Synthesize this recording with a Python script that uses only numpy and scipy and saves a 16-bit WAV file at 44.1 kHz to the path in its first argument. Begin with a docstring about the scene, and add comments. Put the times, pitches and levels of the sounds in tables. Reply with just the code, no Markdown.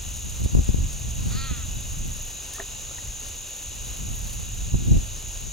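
"""An insect chorus drones near 6.7 kHz over far crickets while two bush crickets whirr: wing-stroke-gated noise.
Gusts rumble and buffet two closely spaced microphone ports: low noise, mid eddies, opposed cusps.
A crow caws once (harmonics through throat peaks); a faint whistle precedes a float's plop (gliding bubble tones
and spray noise). Dry ticks are noise bursts; behind lie a noise hush and the steady tones of a hand-held camera.
The setting is a pond bank in summer; the breeze lulls in the middle and picks up again."""
import sys
import numpy as np
from scipy import signal
from scipy.fft import rfft, irfft
from scipy.io import wavfile
from scipy.ndimage import uniform_filter1d

SR = 44100
rng = np.random.default_rng(int(sys.argv[2]) if len(sys.argv) > 2 else 0)


def put_to_file(sound):
    """Save the sound as 16-bit audio at rate SR, in the file named by the first command-line argument."""
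    columns = np.atleast_2d(sound).T  # one column per channel
    safe = np.clip(columns, -1, 1)
    whole_steps = np.round(safe * 32767)
    wavfile.write(sys.argv[1], SR, whole_steps.astype(np.int16))


N = 243431
TIME = np.arange(N) / SR  # s
FREQS = np.fft.rfftfreq(N, 1 / SR)  # Hz


def undb(db):
    """Decibels to gain."""
    return 10 ** (np.asarray(db) / 20)


def unit(x):
    """Scale to rms 1."""
    return x / np.sqrt(np.mean(x ** 2))


def curves(table):
    """Each column after the time, interpolated to one value per sample."""
    time_s, *columns = np.transpose(table)
    return [np.interp(TIME, time_s, column) for column in columns]


def noise():
    """White noise."""
    return rng.standard_normal(N)


def colour(x, spectrum):
    """Shape by (freq_hz, gain_db) points on a log frequency axis; rms 1."""
    freq_hz, gain_db = np.transpose(spectrum)
    gain = undb(np.interp(np.log(FREQS + 1), np.log(freq_hz), gain_db))
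    return unit(irfft(rfft(x) * gain, N))


def walk(rate_hz):
    """Smooth random curve, rms 1, changing about rate_hz times a second."""
    hold = int(SR / rate_hz / 2)
    steps = np.repeat(rng.standard_normal(N // hold + 1), hold)[:N]
    return unit(uniform_filter1d(uniform_filter1d(steps, hold), hold))


def lowpass(x, cutoff_hz):
    """Third-order low-pass."""
    return signal.sosfilt(signal.butter(3, cutoff_hz, fs=SR, output="sos"), x)


def bell(peak_s, half_s):
    """Gaussian swell to 1 at peak_s, down to 1/e half_s away."""
    return np.exp(-((TIME - peak_s) / half_s) ** 2)


def burst(peak_s, rise_s, t60_s):
    """Exponential rise to 1 at peak_s, then a 60 dB decay over t60_s."""
    before = (peak_s - TIME) / rise_s
    after = np.log(1000) * (TIME - peak_s) / t60_s
    return np.exp(-np.where(TIME < peak_s, before, after))


def ports(x, lead_ms, pan_db=0):
    """A sound from one side reaches the left port lead_ms earlier and pan_db louder."""
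    late = irfft(rfft(x) * np.exp(-2j * np.pi * FREQS * lead_ms / 1000), N)
    return np.array([x * undb(pan_db / 2), late * undb(-pan_db / 2)])


def spread(mid, side):
    """Left and right from what the ports share and what differs between them."""
    return np.array([mid + side, mid - side])


def strokes(rate_hz, wander, duty):
    """Loudness of a pair of wings closing about rate_hz times a second."""
    phase = np.cumsum(rate_hz * (1 + wander * walk(2.3))) / SR + rng.random()
    return np.exp(-(np.sin(np.pi * phase) / duty) ** 2)


def chorus(spectrum, rate_hz, duty, count):
    """Many insects, each at its own stroke rate, scrape their files and ring their wings."""
    power = 0
    for _ in range(count):
        own_rate_hz = rate_hz * np.exp(.5 * rng.standard_normal())
        power = power + strokes(own_rate_hz, 0.0447, duty) ** 2
    return colour(np.sqrt(power) * noise(), spectrum)


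# chorus spectra: freq_hz, gain_db (relative)
DRONE_SPECTRUM = [(5000, -62), (5700, -21), (6000, -12), (6250, -5), (6650, -1.5), (7000, -4), (7300, -10),
                  (7520, -16.5), (7750, -22), (8600, -48)]
FAR_CRICKET_SPECTRUM = [(2000, -45), (2330, -11), (2520, -4.5), (2930, 0), (3130, -9.5), (3500, -5),
                        (3900, -2), (4250, -14), (4700, -51)]


def insects():
    """Near drone and lower, farther crickets, each with a share scattered by the bank."""
    drone = ports(chorus(DRONE_SPECTRUM, 95, 1.0, count=10), lead_ms=0.0095, pan_db=1)
    drone += undb(-11.5) * spread(0, chorus(DRONE_SPECTRUM, 95, .7, count=6))
    far = ports(chorus(FAR_CRICKET_SPECTRUM, 40, 1.0, count=8), lead_ms=0.036, pan_db=0.6)
    far += undb(-11.0) * spread(0, chorus(FAR_CRICKET_SPECTRUM, 40, .6, count=6))
    return drone * undb(-39 + 0.1 * walk(9)) + far * undb(-47.5 + .5 * walk(4.8))


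# whirr swelling and easing off: time_s, level_db (before WHIRR_GAIN_DB)
WHIRR_LEVEL = [(0, -48), (.3, -49), (.7, -54), (1.1, -50.5), (2.25, -48), (2.45, -51), (3.2, -51),
               (3.8, -48), (4.3, -47), (4.7, -52.5), (5.52, -51)]
# wing resonance: freq_hz, gain_db (relative)
WING_SPECTRUM = [(7000, -36), (9000, -15), (10300, -7), (11200, -1.5), (12300, 0), (13200, -6),
                 (14400, -14), (15400, -28)]
WHIRR_GAIN_DB = 4.5


def bush_crickets():
    """Two buzzers off to one side; stroke-gated noise drifts in and out of step."""
    level_db, = curves(WHIRR_LEVEL)
    first = noise() * strokes(38.5, 0.032, 0.88) * undb(1.2 * walk(11))
    second = noise() * strokes(33.0, 0.0305, 0.68) * undb(1.0 * walk(22) + 4.5)
    whirr = colour(first + second, WING_SPECTRUM)
    return ports(whirr, lead_ms=0.036, pan_db=1.3) * undb(level_db + WHIRR_GAIN_DB)


# breeze with a lull in the middle: time_s, rumble_db
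BREEZE_LEVEL = [(0, -37.5), (.35, -33.5), (.75, -33.5), (1.03, -33.5), (1.22, -28), (1.7, -33.5),
                (2.05, -32.5), (2.5, -45), (2.9, -40.5), (3.3, -42), (3.55, -47), (4.05, -31.5), (4.4, -35),
                (4.85, -28.5), (5.25, -38), (5.52, -37.5)]
# gusts on top of it: peak_s, rumble_db, half_s, pan_db (left minus right)
GUST_EVENTS = [(0.259, -29.5, 0.016, 2), (0.436, -25, 0.026, 0.5), (.575, -20, 0.033, 1.5),
               (0.696, -22, 0.013, 2.5), (0.799, -24.5, 0.051, -0.5), (1.517, -30, 0.017, -5),
               (1.99, -37.5, 0.055, -1), (4.008, -31, 0.013, -1), (4.748, -21, 0.019, -3.5),
               (4.933, -21, 0.044, -2), (5.466, -31, 0.023, 5)]
# wind spectra, rumble shared and differing, then eddies: freq_hz, gain_db (relative)
RUMBLE_SPECTRUM = [(10, -29), (25, 3), (45, -0.5), (90, -5), (140, -14), (250, -32), (600, -77)]
RUMBLE_SIDE_SPECTRUM = [(10, -20), (30, 4), (60, 9), (100, 7), (150, -3), (300, -40)]
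EDDY_SPECTRUM = [(40, -45), (100, 12), (170, 5.5), (280, -4), (450, -16), (800, -28.5), (1600, -54),
                 (4000, -68)]
BREEZE_PAN_DB = -1  # left minus right
GUST_DB = -26  # reference rumble
EDDY_DB, EDDY_GROWTH = -27.5, 1.57  # eddies at GUST_DB; dB per dB of rumble


def wind(shared_db=-7.5, shared_growth=0.15, top_hz=1800):
    """Rumble on both ports; small eddies grow faster and push the ports against each other."""
    breeze = undb(curves(BREEZE_LEVEL)[0]) ** 2
    gusts = [(undb(db) ** 2 * bell(s, half_s), pan_db) for s, db, half_s, pan_db in GUST_EVENTS]
    power = breeze + sum(gust for gust, _ in gusts)
    pan_db = (breeze * BREEZE_PAN_DB + sum(gust * pan for gust, pan in gusts)) / power
    force_db = 10 * np.log10(power) - GUST_DB

    rumble_side = undb(-8) * colour(noise(), RUMBLE_SIDE_SPECTRUM)
    rumble = spread(colour(noise(), RUMBLE_SPECTRUM), rumble_side) * undb(1.6 * walk(10))

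    flutter = undb(3.0 * walk(54) + 1.6 * walk(13))
    # a strong gust has larger eddies, which cover both ports at once
    shared = undb(shared_db + shared_growth * force_db) * colour(noise() * flutter, EDDY_SPECTRUM)
    eddies = spread(shared, colour(noise() * flutter, EDDY_SPECTRUM))
    eddies = lowpass(eddies * undb(EDDY_DB + EDDY_GROWTH * force_db), top_hz)
    return (rumble * np.sqrt(power) + eddies) * undb(np.array([pan_db, -pan_db]) / 2)


# hardest buffets: cusp_s, cusp_db (before filtering), pan_db (left minus right)
BUFFET_EVENTS = [(0.419, -16.5, -2), (.461, -10, -9.5), (.551, -3, 5), (.573, -10, 9), (.593, -8, 3),
                 (4.744, -8, -7), (4.925, -10, -5), (.691, -13, 18.5), (.745, -11.5, 13.5),
                 (.787, -20, -10), (1.513, -17, -8), (4.969, -10.5, -1)]
BUFFET_RISE_S = 0.0012


def buffets(fall=.6, rebound=3.5, soft_hz=1400, swell=3.5, swell_db=-9):
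    """A vortex hits: a broad swell on both ports and a rebounding cusp, opposite left and right."""
    out = np.zeros((2, N))
    for cusp_s, cusp_db, pan_db in BUFFET_EVENTS:
        near = abs(TIME - cusp_s) < .1
        t = (TIME[near] - cusp_s) / BUFFET_RISE_S  # in rise times, as are fall and swell
        away = np.where(t < 0, -t, t / fall)
        cusp = (np.exp(-away) - np.exp(-away / rebound) / rebound) / (1 - 1 / rebound)
        push = -2 * t / swell * np.exp(-(t / swell) ** 2)
        port_db = cusp_db + np.array([[pan_db], [-pan_db]]) / 2
        out[:, near] += spread(undb(swell_db) * push, cusp) * undb(port_db)
    # only the large, slow part of a vortex covers both ports
    slow = signal.butter(1, 450, fs=SR, output="sos")
    shared = signal.sosfiltfilt(slow, (out[0] + out[1]) / 2)
    return lowpass(spread(shared, (out[0] - out[1]) / 2), soft_hz)


# throat resonances: centre_hz, width_hz, gain_db
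THROAT_PEAKS = [(1340, 190, 0), (1900, 280, -5.5), (2500, 320, -5), (3400, 700, -8), (4220, 480, -1.5),
                (4950, 650, -7)]
# hoarse rise, clear hold, sagging fall
CAW_S, CAW_RISE_S, CAW_HOLD_S, CAW_FALL_S = 1.295, .09, .072, .2
CAW_HZ, CLIMB_HZ_PER_S, SAG_HZ_PER_S = 269, 540, 320
CAW_DB, SWELL_DB_PER_S, FADE_DB_PER_S = -41, 93, 53
ROUGH_START, ROUGH_HOLD, ROUGH_END = 1.2, .15, .55
# treble edge; moment and half length of the widest gape
BEAK_OPEN_HZ, BEAK_SHUT_HZ, BEAK_OPEN_S, BEAK_HALF_S = 5500, 4070, 1.368, 0.1


def crow(jitter=.012, rasp=.8, lag_rad=.7, echo_db=-16, echo_t60_s=.45, edge_s=.025):
    """Syrinx harmonics ring the throat; the opening beak passes more treble; the banks answer faintly."""
    top_s, release_s, end_s = CAW_S + np.cumsum([CAW_RISE_S, CAW_HOLD_S, CAW_FALL_S])
    early_s = np.clip(top_s - TIME, 0, CAW_RISE_S)
    late_s = np.clip(TIME - release_s, 0, CAW_FALL_S)
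    pitch_hz = CAW_HZ - CLIMB_HZ_PER_S * early_s - SAG_HZ_PER_S * late_s
    rough = np.interp(TIME, [CAW_S, top_s, release_s, end_s],
                      [ROUGH_START, ROUGH_HOLD, ROUGH_HOLD, ROUGH_END])
    edge_hz = BEAK_SHUT_HZ + (BEAK_OPEN_HZ - BEAK_SHUT_HZ) * bell(BEAK_OPEN_S, BEAK_HALF_S)
    gate = np.clip(np.minimum(TIME - CAW_S, end_s - TIME) / edge_s, 0, 1)
    live = gate > 0
    cycles = np.cumsum(pitch_hz * (1 + jitter * rough * walk(116.6))) / SR
    port_phase = np.array([[0], [-lag_rad]])  # the bird sits to the left

    call = np.zeros((2, N))
    for k in range(2, 24):
        partial_hz = k * pitch_hz[live]
        throat_power = sum(undb(2 * gain_db) / (1 + ((partial_hz - centre_hz) / width_hz) ** 2 * 2) ** 2
                           for centre_hz, width_hz, gain_db in THROAT_PEAKS)
        beak = 1 / (1 + (partial_hz / edge_hz[live]) ** 18)
        flutter = 1 + rasp * rough[live] * walk(170)[live]
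        phase = 2 * np.pi * k * cycles[live] + rng.uniform(0, np.pi / 2) + port_phase
        call[:, live] += np.sqrt(throat_power) * beak * flutter * np.sin(phase)
    call *= gate * undb(CAW_DB - SWELL_DB_PER_S * early_s - FADE_DB_PER_S * late_s)

    tails = rng.standard_normal((2, SR)) * np.exp(-np.log(1000) * TIME[:SR] / echo_t60_s)
    tails /= np.linalg.norm(tails, axis=1, keepdims=True)
    return call + undb(echo_db) * signal.fftconvolve(call, tails, axes=1)[:, :N]


# faint rising whistle before the plop: time_s, pitch_hz, level_db
WHISTLE_CURVE = [(2.51, 1383, -62), (2.535, 1720, -53), (2.56, 1830, -44), (2.585, 1880, -57)]


def whistle():
    """The cast line sings faintly as it runs out: one gliding sine."""
    pitch_hz, level_db = curves(WHISTLE_CURVE)
    live = (TIME > WHISTLE_CURVE[0][0]) & (TIME < WHISTLE_CURVE[-1][0])
    return live * undb(level_db) * np.sin(2 * np.pi * np.cumsum(pitch_hz) / SR)


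# float bubbles and small plips: start_s, start_pitch_hz, level_db (before PLOP_GAIN_DB), t60_s
BUBBLE_EVENTS = [(2.584, 1210, -30.5, 0.018), (2.597, 695, -29.5, 0.032), (2.6, 1730, -25, 0.021),
                 (2.602, 1020, -38.5, 0.047), (2.601, 386, -35, 0.1), (2.603, 675, -36.5, 0.07),
                 (2.626, 1800, -42, 0.029), (2.91, 533, -38, 0.03), (2.912, 1300, -42.5, 0.028),
                 (2.983, 935, -41, 0.029), (2.984, 1850, -35.5, 0.031), (3.074, 2000, -44, .025)]
PLOP_GAIN_DB = 1.5


def plops(glide=0.18, attack_s=0.00021):
    """Trapped air rings and rises in pitch as it nears the surface."""
    out = np.zeros(N)
    for start_s, pitch_hz, level_db, t60_s in BUBBLE_EVENTS:
        live = (TIME >= start_s) & (TIME < start_s + t60_s)
        t = TIME[live] - start_s
        ring = np.sin(2 * np.pi * pitch_hz * t * (1 + glide * t / t60_s / 2))
        envelope = (1 - np.exp(-t / attack_s)) * np.exp(-np.log(1000) * t / t60_s)
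        out[live] += undb(level_db) * ring * envelope
    return ports(out, lead_ms=0.069, pan_db=1.0) * undb(PLOP_GAIN_DB)


# spray: freq_hz, gain_db (relative)
SPRAY_SPECTRUM = [(200, -19), (400, 2), (1000, -4), (1900, 2), (2400, -14), (4000, -12), (10000, -23)]
SPLASH_S = 2.6015


def splash(rise_s=0.0064, t60_s=0.097, level_db=-38):
    """The float slaps the surface and throws a little spray: one noise burst."""
    spray = spread(colour(noise(), SPRAY_SPECTRUM), undb(-4) * colour(noise(), SPRAY_SPECTRUM))
    return spray * burst(SPLASH_S, rise_s, t60_s) * undb(level_db)


# tackle and grass ticks: peak_s, level_db (before TICK_GAIN_DB), rise_s, t60_s
TICK_EVENTS = [(.17, -36, .015, 0.13), (.300, -34, .006, .08), (.442, -33.5, .003, .1),
               (0.646, -41, .003, .05), (.930, -34, 0.0043, .08), (1.106, -33, .002, .037),
               (2.536, -23.5, .0003, 0.024), (2.56, -35, 0.01, .08), (3.285, -35, .003, .05),
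               (3.969, -35, .002, .03), (4.335, -36, .015, 0.1)]
# tick colour: freq_hz, gain_db (relative)
TICK_SPECTRUM = [(300, -35), (1500, -18), (3500, -2), (6000, -2), (8000, -4), (9500, 2), (11000, -5),
                 (15500, -9)]
TICK_GAIN_DB = -5


def ticks():
    """Dry snaps from line, reel and stalks, each dying away as a short rustle."""
    envelope = sum(undb(level_db) * burst(peak_s, rise_s, t60_s)
                   for peak_s, level_db, rise_s, t60_s in TICK_EVENTS)
    return ports(colour(noise(), TICK_SPECTRUM) * envelope, lead_ms=0.011) * undb(TICK_GAIN_DB)


# hush, shared and differing between ports: freq_hz, gain_db (relative)
AIR_MID_SPECTRUM = [(20, 9), (100, 2.5), (250, 2.5), (600, 2.5), (1200, -3), (2100, -3.5), (4400, -1),
                    (5400, 0.5), (8300, -5.5), (9700, -1), (11500, -6), (13300, -12.5), (15700, -7)]
AIR_SIDE_SPECTRUM = [(20, -5), (250, -2), (600, 2.5), (1200, -2), (2100, -5.5), (5400, -8.5), (8300, -22),
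                     (15000, -24)]


def air():
    """The even hush of leaves and open country: slightly wavering coloured noise."""
    mid = colour(noise() * undb(0.92 * walk(9)), AIR_MID_SPECTRUM)
    side = colour(noise() * undb(0.72 * walk(9)), AIR_SIDE_SPECTRUM)
    return spread(undb(-45.0) * mid, undb(-52.0) * side)


# camera whine: freq_hz, rms_db
WHINE_TONES = [(12291, -70), (13296, -76), (14301, -82)]


def whine():
    """Thin steady sines from the camera itself."""
    return sum(np.sqrt(2) * undb(rms_db) * np.sin(2 * np.pi * freq_hz * TIME)
               for freq_hz, rms_db in WHINE_TONES)


def scene():
    """Everything at the bank, left and right."""
    chorus_and_wind = insects() + bush_crickets() + wind() + buffets()
    events = crow() + whistle() + plops() + splash() + ticks()
    return chorus_and_wind + events + air() + whine()


TOP_HZ = 15800


def record(dry):
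    """The camera drops the deepest rumble, clips at full scale and cuts the top."""
    x = signal.sosfilt(signal.butter(1, 14, "high", fs=SR, output="sos"), dry)
    return irfft(rfft(np.clip(x, -1, 1)) * (FREQS < TOP_HZ), N)


dry = scene()
out = record(dry)
put_to_file(out)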